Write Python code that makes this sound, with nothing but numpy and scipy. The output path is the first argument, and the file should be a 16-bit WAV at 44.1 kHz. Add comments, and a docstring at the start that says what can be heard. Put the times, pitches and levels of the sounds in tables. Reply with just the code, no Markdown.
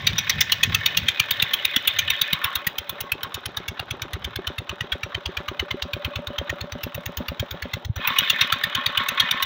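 """A single-cylinder diesel beats about nine times a second outdoors throughout, driving a water pump, while
sheet metal rattles; early on, wind brushes the microphone. Each beat is an exhaust blast of shaped noise
with a whistle and a low sine puff, then a knock and ringing tick from struck resonators and a second, noisy
tick. The rattle is dense clicks ringing panels, over noise. The microphone turns away and back, by level curves."""
import sys
import numpy as np
from scipy import signal
from scipy.fft import rfft, irfft, next_fast_len
from scipy.io import wavfile
from scipy.ndimage import uniform_filter1d

SR = 44100
rng = np.random.default_rng(int(sys.argv[2]) if len(sys.argv) > 2 else 0)


def elevation(decibels):
    """Turn decibel levels (scalar or array-like) into linear amplitude ratios."""
    levels = np.asarray(decibels, float)
    return 10 ** (levels / 20)


def transcribe(u):
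    """Save the signal u as a 16-bit wav file named by the first command-line argument.

    u: samples, shape (n,) or (channels, n), limited to [-1, 1]; the rate is SR.
    q: integer samples, one column per channel.
    """
    v = np.clip(np.atleast_2d(u).T, -1, 1)
    q = np.round(v * 32767).astype(np.int16)
    wavfile.write(sys.argv[1], SR, q)


N = 416744

# levels as the microphone turns away from the engine and back:
# t/s, blast level/dB, puff level/dB, low rattle level/dB, high rattle level/dB
TURN = [(.1, -12, -34, -45, -30.5), (.45, -9, -43, -49, -31), (.85, -9.5, -33, -47, -31.5),
        (1.45, -8.5, -41, -44.5, -30), (2.25, -9, -36, -47.5, -29.5), (2.45, -12.5, -27.5, -30.5, -32),
        (2.75, -19.5, -37.5, -45, -40), (3.3, -23, -30.5, -43, -42.5), (4.2, -22, -23.5, -45, -43),
        (5.7, -18.5, -25, -44.5, -43), (6.45, -22.5, -23.5, -42, -42.5), (6.65, -27, -24, -43.5, -42.5),
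        (7.65, -24.5, -22, -45, -43), (7.959, -33, -21, -49, -42), (8.049, -16, -33, -26.5, -28),
        (8.25, -7, -29, -40, -26), (8.75, -12, -26, -33.5, -32.5), (9.35, -13.5, -34, -32.5, -28.5)]
# treble of the blast: t/s, hiss level/dB, upper hiss level/dB, top hiss level/dB
TREBLE = [(.15, -19, -36, -21.5), (.45, -18, -29, -14.5), (1, -21, -36, -22), (1.6, -27, -23, -21.5),
          (2.2, -26, -24.5, -21.5), (2.9, -36, -32.5, -25), (3.45, -34.5, -29.5, -45),
          (3.9, -36, -37.5, -54), (4.6, -38, -41, -54), (5.5, -35.5, -63.5, -37), (6.3, -38.5, -64, -37),
          (7.2, -34.5, -56, -29.5), (7.85, -37.5, -56, -38), (7.97, -43.5, -64, -27),
          (8.15, -17.5, -35, -13), (8.7, -34, -31, -40), (9.35, -27.5, -26, -40)]
KNOCK_S, TICK_S, LATE_TICK_S = 0.03, 0.058, 0.0829   # delays after the blast


def rms_one(x):
    """Scales to rms 1."""
    return x / np.sqrt(np.mean(x ** 2) + 1e-20)


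def vary(x, spread):
    """Adds a chance difference to every value."""
    return x + spread * rng.standard_normal(np.shape(x))


def at_times(s, rows):
    """Columns of a table, read at the given times."""
    times, *columns = np.transpose(rows)
    return [np.interp(s, times, c) for c in columns]


def in_time(rows):
    """Columns of a table, read at every sample."""
    return at_times(np.arange(N) / SR, rows)


def beats_s():
    """Times of all beats, from the one just before the start; the governor holds the speed nearly even."""
    # every twelfth beat: t/s
    twelfth_s = [0.0728, 1.4253, 2.7843, 4.135, 5.4857, 6.836, 8.189, 9.539]
    even = np.interp(np.arange(84), 12 * np.arange(8), twelfth_s)
    return np.r_[2 * even[0] - even[1], even]


def drift(rate_hz):
    """Slow chance, spread 1: noise through two equal one-pole low-passes, run at a fortieth of SR."""
    r = np.exp(-80 * np.pi * rate_hz / SR)
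    slow = signal.lfilter([1], [1, -2 * r, r * r], rng.standard_normal(N // 40 + 2002))[2000:]
    return np.interp(np.arange(N) / 40, np.arange(len(slow)), rms_one(slow))


def band_gain(size, spectrum, low_hz, high_hz):
    """Gain per frequency bin of one band of a spectrum."""
    hz = np.arange(1, size // 2 + 2) * SR / size
    table_hz, table_db = np.transpose(spectrum)
    db = np.interp(np.log(hz), np.log(table_hz), table_db)
    return elevation(db) / np.sqrt((1 + (low_hz / hz) ** 16) * (1 + (hz / high_hz) ** 16))


def colour(x, spectrum, low_hz, high_hz):
    """One band of x, shaped by a spectrum; rms 1."""
    size = next_fast_len(N, real=True)
    return rms_one(irfft(rfft(x, size) * band_gain(size, spectrum, low_hz, high_hz), size)[:N])


def clicks(s, db):
    """A train of single clicks."""
    at, out = (np.asarray(s) * SR).astype(int), np.zeros(N)
    out[at[at < N]] = elevation(db)[at < N]
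    return out


def swell(train, rise_s, fall_s):
    """Each unit click grows over the rise time to height 1 and dies away."""
    t = np.arange(int(.1 * SR)) / SR
    curve = (1 - np.exp(-(t / rise_s) ** 2)) * np.exp(-t / fall_s)
    return signal.fftconvolve(train, curve / curve.max())[:N]


def resonate(x, hz, t60):
    """A two-pole resonator: a unit click sets a decaying sine ringing, starting at height 1."""
    r, w = elevation(-60 / (t60 * SR)), 2 * np.pi * hz / SR
    return signal.lfilter([0, np.sin(w)], [1, -2 * r * np.cos(w), r * r], x + 1e-18)


def turbulence(rough_db):
    """Noise whose strength flutters within a millisecond or two."""
    return rng.standard_normal(N) * elevation(rough_db * drift(440))


def shaking():
    """How hard the sheets shake: a steady share, with surges after the blast, the tick and the late tick."""
    s = beats_s()[1:]
    high_db = at_times(s, TURN)[3]
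    late_db = 8 + 0.19 * (high_db + 32)   # heard less from behind
    shake = 1 + swell(clicks(s, vary(np.full(len(s), 2.0), 2)), rise_s=0.0031, fall_s=0.039)
    shake += swell(clicks(s + LATE_TICK_S, vary(late_db, 3)), rise_s=0.0027, fall_s=0.0064)
    shake += swell(clicks(s + TICK_S, vary(np.full(len(s), -2.5), 4)), rise_s=0.0023, fall_s=0.0018)
    return shake * elevation(2 * drift(40.5))


def ringing_panels(shake):
    """Dense uneven clicks, dealt at random to loose panels that each ring at their own pitch."""
    # panel resonances: f/Hz, level/dB, t60/s
    panel_rows = [(1090, 0, .065), (1790, -1, .05), (2030, -3, .045), (2200, -3, .04), (2500, -2, .04),
                  (2980, -3, .035), (3260, -3, .035), (3600, 0, .03)]
    born = rng.random(N) < 2500 / SR   # 2500 clicks a second
    sizes = elevation(3.5 * np.minimum(rng.exponential(1, N), 4)) * rng.choice([-1, 1], N) * born * shake
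    dealt = rng.integers(0, len(panel_rows), N)
    out = np.zeros(N)
    for k, (hz, db, t60) in enumerate(panel_rows):
        out += elevation(db + 3.5 * drift(9)) * resonate(sizes * (dealt == k), hz, t60)
    return out


def sheet_metal():
    """Loose panels chatter and ring with the shaking, over a low rumble."""
    # clatter and rumble spectrum: f/Hz, relative level/dB per Hz
    clatter_rows = [(35, -22), (60, -14), (208, -7.5), (497, -5.5), (600, -5.5), (1500, 0), (2190, -11.5),
                    (3850, -5), (4600, -29), (6300, -34), (7600, -49), (13400, -80), (15300, -33),
                    (16500, -52)]
    flat = [(100, 0), (16000, 0)]
    rumble_db, sizzle_over_hiss_db = -45.5, -30.5
    top_over_high_db, top_follows_hiss = -18.5, 0.22   # share of the top hiss's changes
    low_db, high_db = in_time(TURN)[2:]
    hiss_db, _, top_hiss_db = in_time(TREBLE)
    shake = shaking()
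    clatter = colour(turbulence(rough_db=3.5) * shake, clatter_rows, 762, 15000)
    near = elevation(.5 * (high_db + 34))   # the ringing carries less far
    both = clatter + near * colour(ringing_panels(shake), flat, 900, 4400)
    low = colour(both, flat, 936, 1433) * elevation(low_db)
    high = colour(both, flat, 1650, 9000) * elevation(high_db)
    top_db = high_db + top_over_high_db + top_follows_hiss * top_hiss_db
    top = colour(both, flat, 12500, 16500) * elevation(top_db)
    rumble = colour(rng.standard_normal(N) * elevation(2 * drift(28)), clatter_rows, 61, 975) * elevation(rumble_db)
    sizzle = colour(turbulence(rough_db=2.5) * np.sqrt(shake), flat, 4400, 5600)
    return low + high + top + rumble + sizzle * elevation(hiss_db + sizzle_over_hiss_db)


def wind():
    """Lumpy low noise on the microphone, and single air pops of about two swings."""
    # wind at the microphone: t/s, level/dB
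    gust_rows = [(0.02, -34), (0.14, -27.5), (0.25, -39.5), (0.36, -30.5), (0.52, -42.5), (0.7, -26.5),
                 (0.84, -43.5), (1.04, -31), (1.15, -60), (1.38, -43), (1.52, -57), (1.94, -54),
                 (2.06, -37), (2.4, -96), (3.41, -57), (4.09, -50), (4.28, -40), (4.45, -61)]
    # air pops on the microphone: t/s, peak level/dB, f/Hz
    pop_rows = [(1.204, -24.5, 121), (1.4297, -23, 135), (1.7677, -20.5, 248), (2.332, -20, 155),
                (2.672, -23.5, 151), (7.899, -12.5, 105)]
    calm = (gust_rows[-1][0] + .2, -90)
    level_db, = in_time(np.vstack([gust_rows, calm]))
    gusts = rng.standard_normal(N) * elevation(3 * drift(14))
    out = colour(gusts, [(50, -3), (100, 8), (170, 3.0), (350, -20)], 40, 500) * elevation(level_db)
    t = np.arange(N) / SR
    for s, db, hz in pop_rows:
        turns = np.clip((t - s) * hz, -9, 9)
        envelope = 2 / (np.exp(-turns / 0.2) + np.exp(turns / 0.69))
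        out += elevation(db) * np.cos(2 * np.pi * turns - .3) * envelope
    return out


def knock_and_ring(s):
    """Parts land and sound dull low resonances; the tick then rings a casting."""
    # knock resonances: f/Hz, level/dB, t60/s, level/dB gained once the microphone faces the pump
    knock_rows = [(175, -11, .09, 5), (245, -10, .08, 7), (385, 0, .05, -12), (570, -4, .04, 4)]
    # casting resonances: f/Hz, level/dB of the blow, t60/s
    ring_rows = [(575.3, 17, 0.13), (586.5, 4.5, 0.33)]
    # strength of the valve gear: t/s, knock level/dB, ring level/dB
    gear_rows = [(.2, -53, -53), (1.1, -75, -45.5), (1.6, -40, -43), (2.2, -61, -45), (2.9, -31.5, -42),
                 (3.4, -31, -53.5), (4.8, -25.5, -49), (6.1, -22, -32.5), (7, -22.5, -44), (7.8, -22, -49),
                 (8.2, -29.5, -48), (8.7, -28.5, -40.5), (9.2, -28, -46)]
    knock_db, ring_db = at_times(s, gear_rows)
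    facing_pump = np.interp(s, [5.5, 6.67], [0, 1])
    out = np.zeros(N)
    for hz, db, t60, gained_db in knock_rows:
        contact_s = vary(s + KNOCK_S, 0.001)   # the parts do not land together
        contact_db = vary(knock_db + db + gained_db * facing_pump, 3)
        out += resonate(clicks(contact_s[1:], contact_db[1:]), hz, t60)
    for hz, db, t60 in ring_rows:
        blows = clicks(s + TICK_S, vary(ring_db + db, 1.5))
        out += resonate(blows, hz, t60) - resonate(blows, hz, t60=0.08)   # builds up
    return signal.lfilter(*signal.butter(1, 1000, fs=SR), out)


def valve_gear():
    """A dull knock, a tick that rings a casting, then a later tick; the ticks are short puffs of treble noise."""
    s = beats_s()
    tick_db = at_times(s, TURN)[3] - 16.5   # under the high rattle
    ticks = clicks(s + TICK_S, vary(tick_db, 2.3))
    late = clicks(s + LATE_TICK_S, vary(tick_db - 6, 3))
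    seat = clicks(s[1:] + KNOCK_S, vary(tick_db - 9, 3)[1:])   # treble of the knock
    snap = swell(ticks, rise_s=0.0032, fall_s=0.0015) + swell(late + seat, rise_s=0.0021, fall_s=0.005)
    treble = colour(turbulence(rough_db=2), [(6000, 0), (9500, -11), (15200, -2)], 4400, 16000)
    return knock_and_ring(s) + snap * treble


def gas_jet(s, t, blast_db, burst, tail):
    """A turbulent burst of ever new colour: noise in five bands, each with its own level and tail."""
    # blast spectrum: f/Hz, relative level/dB per Hz
    blast_rows = [(410, -38), (700, -18), (1050, -28), (1160, -24.5), (1790, -14.5), (2360, -7.5),
                  (3610, -5), (5020, -26), (6040, -14), (6800, -14), (7460, -22), (9000, -18),
                  (12000, -8.5), (13400, -5.5), (15200, 12.5), (15900, 26), (16500, -44)]
    hiss_db, upper_db, top_db = at_times(s, TREBLE)
    hiss_db, upper_db, top_db = vary(hiss_db, 2.5), vary(upper_db, 2.5), vary(top_db, 3.5)
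    body_db = vary(-27.5 + 0.44 * blast_db, 3.0)   # the low body turns little with the microphone
    size = len(t)
    luck = rng.standard_normal((len(s), size))
    lumps = rms_one(uniform_filter1d(uniform_filter1d(luck[:, :size // 2 + 1], size=16), size=16))
    depth_db = np.linspace(7, 2, lumps.shape[1])   # eddies favour other pitches on every beat, less so up high
    ragged = elevation(3.2 * rms_one(uniform_filter1d(luck, size=64)))   # the jet stutters
    jet = rfft(rng.standard_normal((len(s), size))) * elevation(depth_db * lumps)
    core = np.abs(t) < .005   # levels are set over the middle of the burst
    out = np.zeros((len(s), size))
    # low edge/Hz, high edge/Hz, level/dB, tail level/dB
    for low, high, db, tail_db in [(915, 1450, body_db, -15), (1660, 4460, blast_db - 6.5, -16.5),
                                   (4465, 5680, hiss_db, -21.5), (8640, 11430, upper_db, -56),
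                                   (12700, 14200, top_db, -26.5)]:
        noise = irfft(jet * band_gain(size, blast_rows, low, high), size)
        band = noise * (burst + elevation(tail_db) * tail) * ragged
        out += band * (elevation(db) / band[:, core].std(axis=1))[:, None]
    return out


def whistle(t, blast_db, hz, burst):
    """A sine at each beat's own pitch, swelling with the burst; it returns from a wall."""
    db = blast_db - 0.5 + 1.2 * (blast_db - uniform_filter1d(blast_db, size=5))   # strong beats whistle more
    echo = elevation(-15.0) * np.roll(burst, int(0.012 * SR))
    turns = hz[:, None] * t + rng.standard_normal((len(hz), 1))   # chance phase
    return elevation(db)[:, None] * np.sin(2 * np.pi * turns) * (burst ** 1.3 + echo)


def lay_out(s, t, sounds):
    """Adds every beat's sound at its time."""
    out = np.zeros(N + len(t))
    for at, sound in zip((s * SR).astype(int) + round(t[0] * SR), sounds):
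        out[at:at + len(t)] += sound
    return out[:N]


def low_puff(s, t, puff_db):
    """A low sine rising in pitch; facing the engine again, it is shorter, higher and thinner."""
    puff_s, turned_back_s = 0.0232, 8.0   # puff length before the chance stretch
    speed = np.exp(vary(np.zeros(len(s)), 0.13)) * np.where(s > turned_back_s, 1.22, 1)
    t_puff = np.clip((t + .0012) * speed[:, None], 0, puff_s)
    envelope = np.abs(np.sin(np.pi * t_puff / puff_s)) ** .6
    swings = np.sin(2 * np.pi * (70 * t_puff + 900 * t_puff ** 2)) * envelope
    puffs = lay_out(s, t, swings * elevation(puff_db)[:, None])
    thin = signal.sosfilt(signal.butter(2, 45, "high", fs=SR, output="sos"), puffs)
    return np.where(np.arange(N) < turned_back_s * SR, puffs, thin)


def exhaust():
    """Gas leaves in a turbulent burst, whistles at a pitch of its own and pushes a low puff."""
    # beats with a clear whistle: t/s, level/dB over the blast level in TURN, whistle f/Hz
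    strong_rows = [(.075, 4, 3760), (.635, 3, 2547), (1.312, 2, 3690), (2.672, 2.5, 1920),
                   (3.122, 5.5, 2570), (4.474, 2.5, 3070), (4.81, 2, 1920), (4.923, 3.5, 3300),
                   (5.149, 2, 3100), (5.486, -0.5, 1210), (6.386, 3.5, 3160), (6.499, 4.5, 1860),
                   (7.401, 3, 3250), (7.738, 3, 2050), (8.414, 1, 3710), (8.64, -0.5, 1825),
                   (8.975, 2.5, 2980), (9.202, 4.5, 3300)]
    s = beats_s()[1:]
    blast_db, puff_db = at_times(s, TURN)[:2]
    blast_db, puff_db = vary(blast_db, 1.2), vary(puff_db, 2.2)
    # other beats whistle at random below 3873 Hz
    whistle_hz = np.maximum(3873 - 800 * np.abs(rng.standard_normal(len(s))), 1000)
    for when, db, hz in strong_rows:
        k = np.argmin(np.abs(s - when))
        blast_db[k], whistle_hz[k] = at_times(when, TURN)[0] + db, hz
    uneven_s = vary(s, .0007)
    t = (np.arange(4096) - 768) / SR   # time around one beat
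    opened = 1 / (1 + np.exp(-(t + 0.0045) / 0.001))   # the valve opens suddenly
    burst = 2 * opened / (np.exp(-t / 0.0021) + np.exp(t / 0.0029))
    tail = opened / (np.exp(-t / 0.0022) + np.exp(t / 0.024))
    blasts = gas_jet(s, t, blast_db, burst, tail) + whistle(t, blast_db, whistle_hz, burst)
    return lay_out(uneven_s, t, blasts) + low_puff(uneven_s, t, puff_db)


def scene():
    """Everything at the microphone; the level of gear and sheet metal dips briefly."""
    start, end, db = 7.865, 7.96, -11   # s, s, dB
    dip_db, = in_time([(start - .015, 0), (start + 0.0051, db), (end - .005, db), (end + 0.0031, 0)])
    return (elevation(dip_db) * (sheet_metal() + valve_gear()) + wind() + exhaust())[None]


def band_limit(x):
    """A steep low-pass at the top of the band."""
    return signal.sosfilt(signal.butter(12, 17140, fs=SR, output="sos"), x)


def record(dry):
    """The deepest bass is lost, peaks are rounded, the top is cut."""
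    x = signal.sosfilt(signal.butter(2, 40, "high", fs=SR, output="sos"), dry)
    rounded = 0.73 * np.tanh(x / 0.9)
    mix = signal.sosfilt(signal.cheby2(12, 70, 16760, fs=SR, output="sos"), rounded)   # 70 dB down at 16760 Hz
    return band_limit(mix)


dry = scene()
out = record(dry)
transcribe(out)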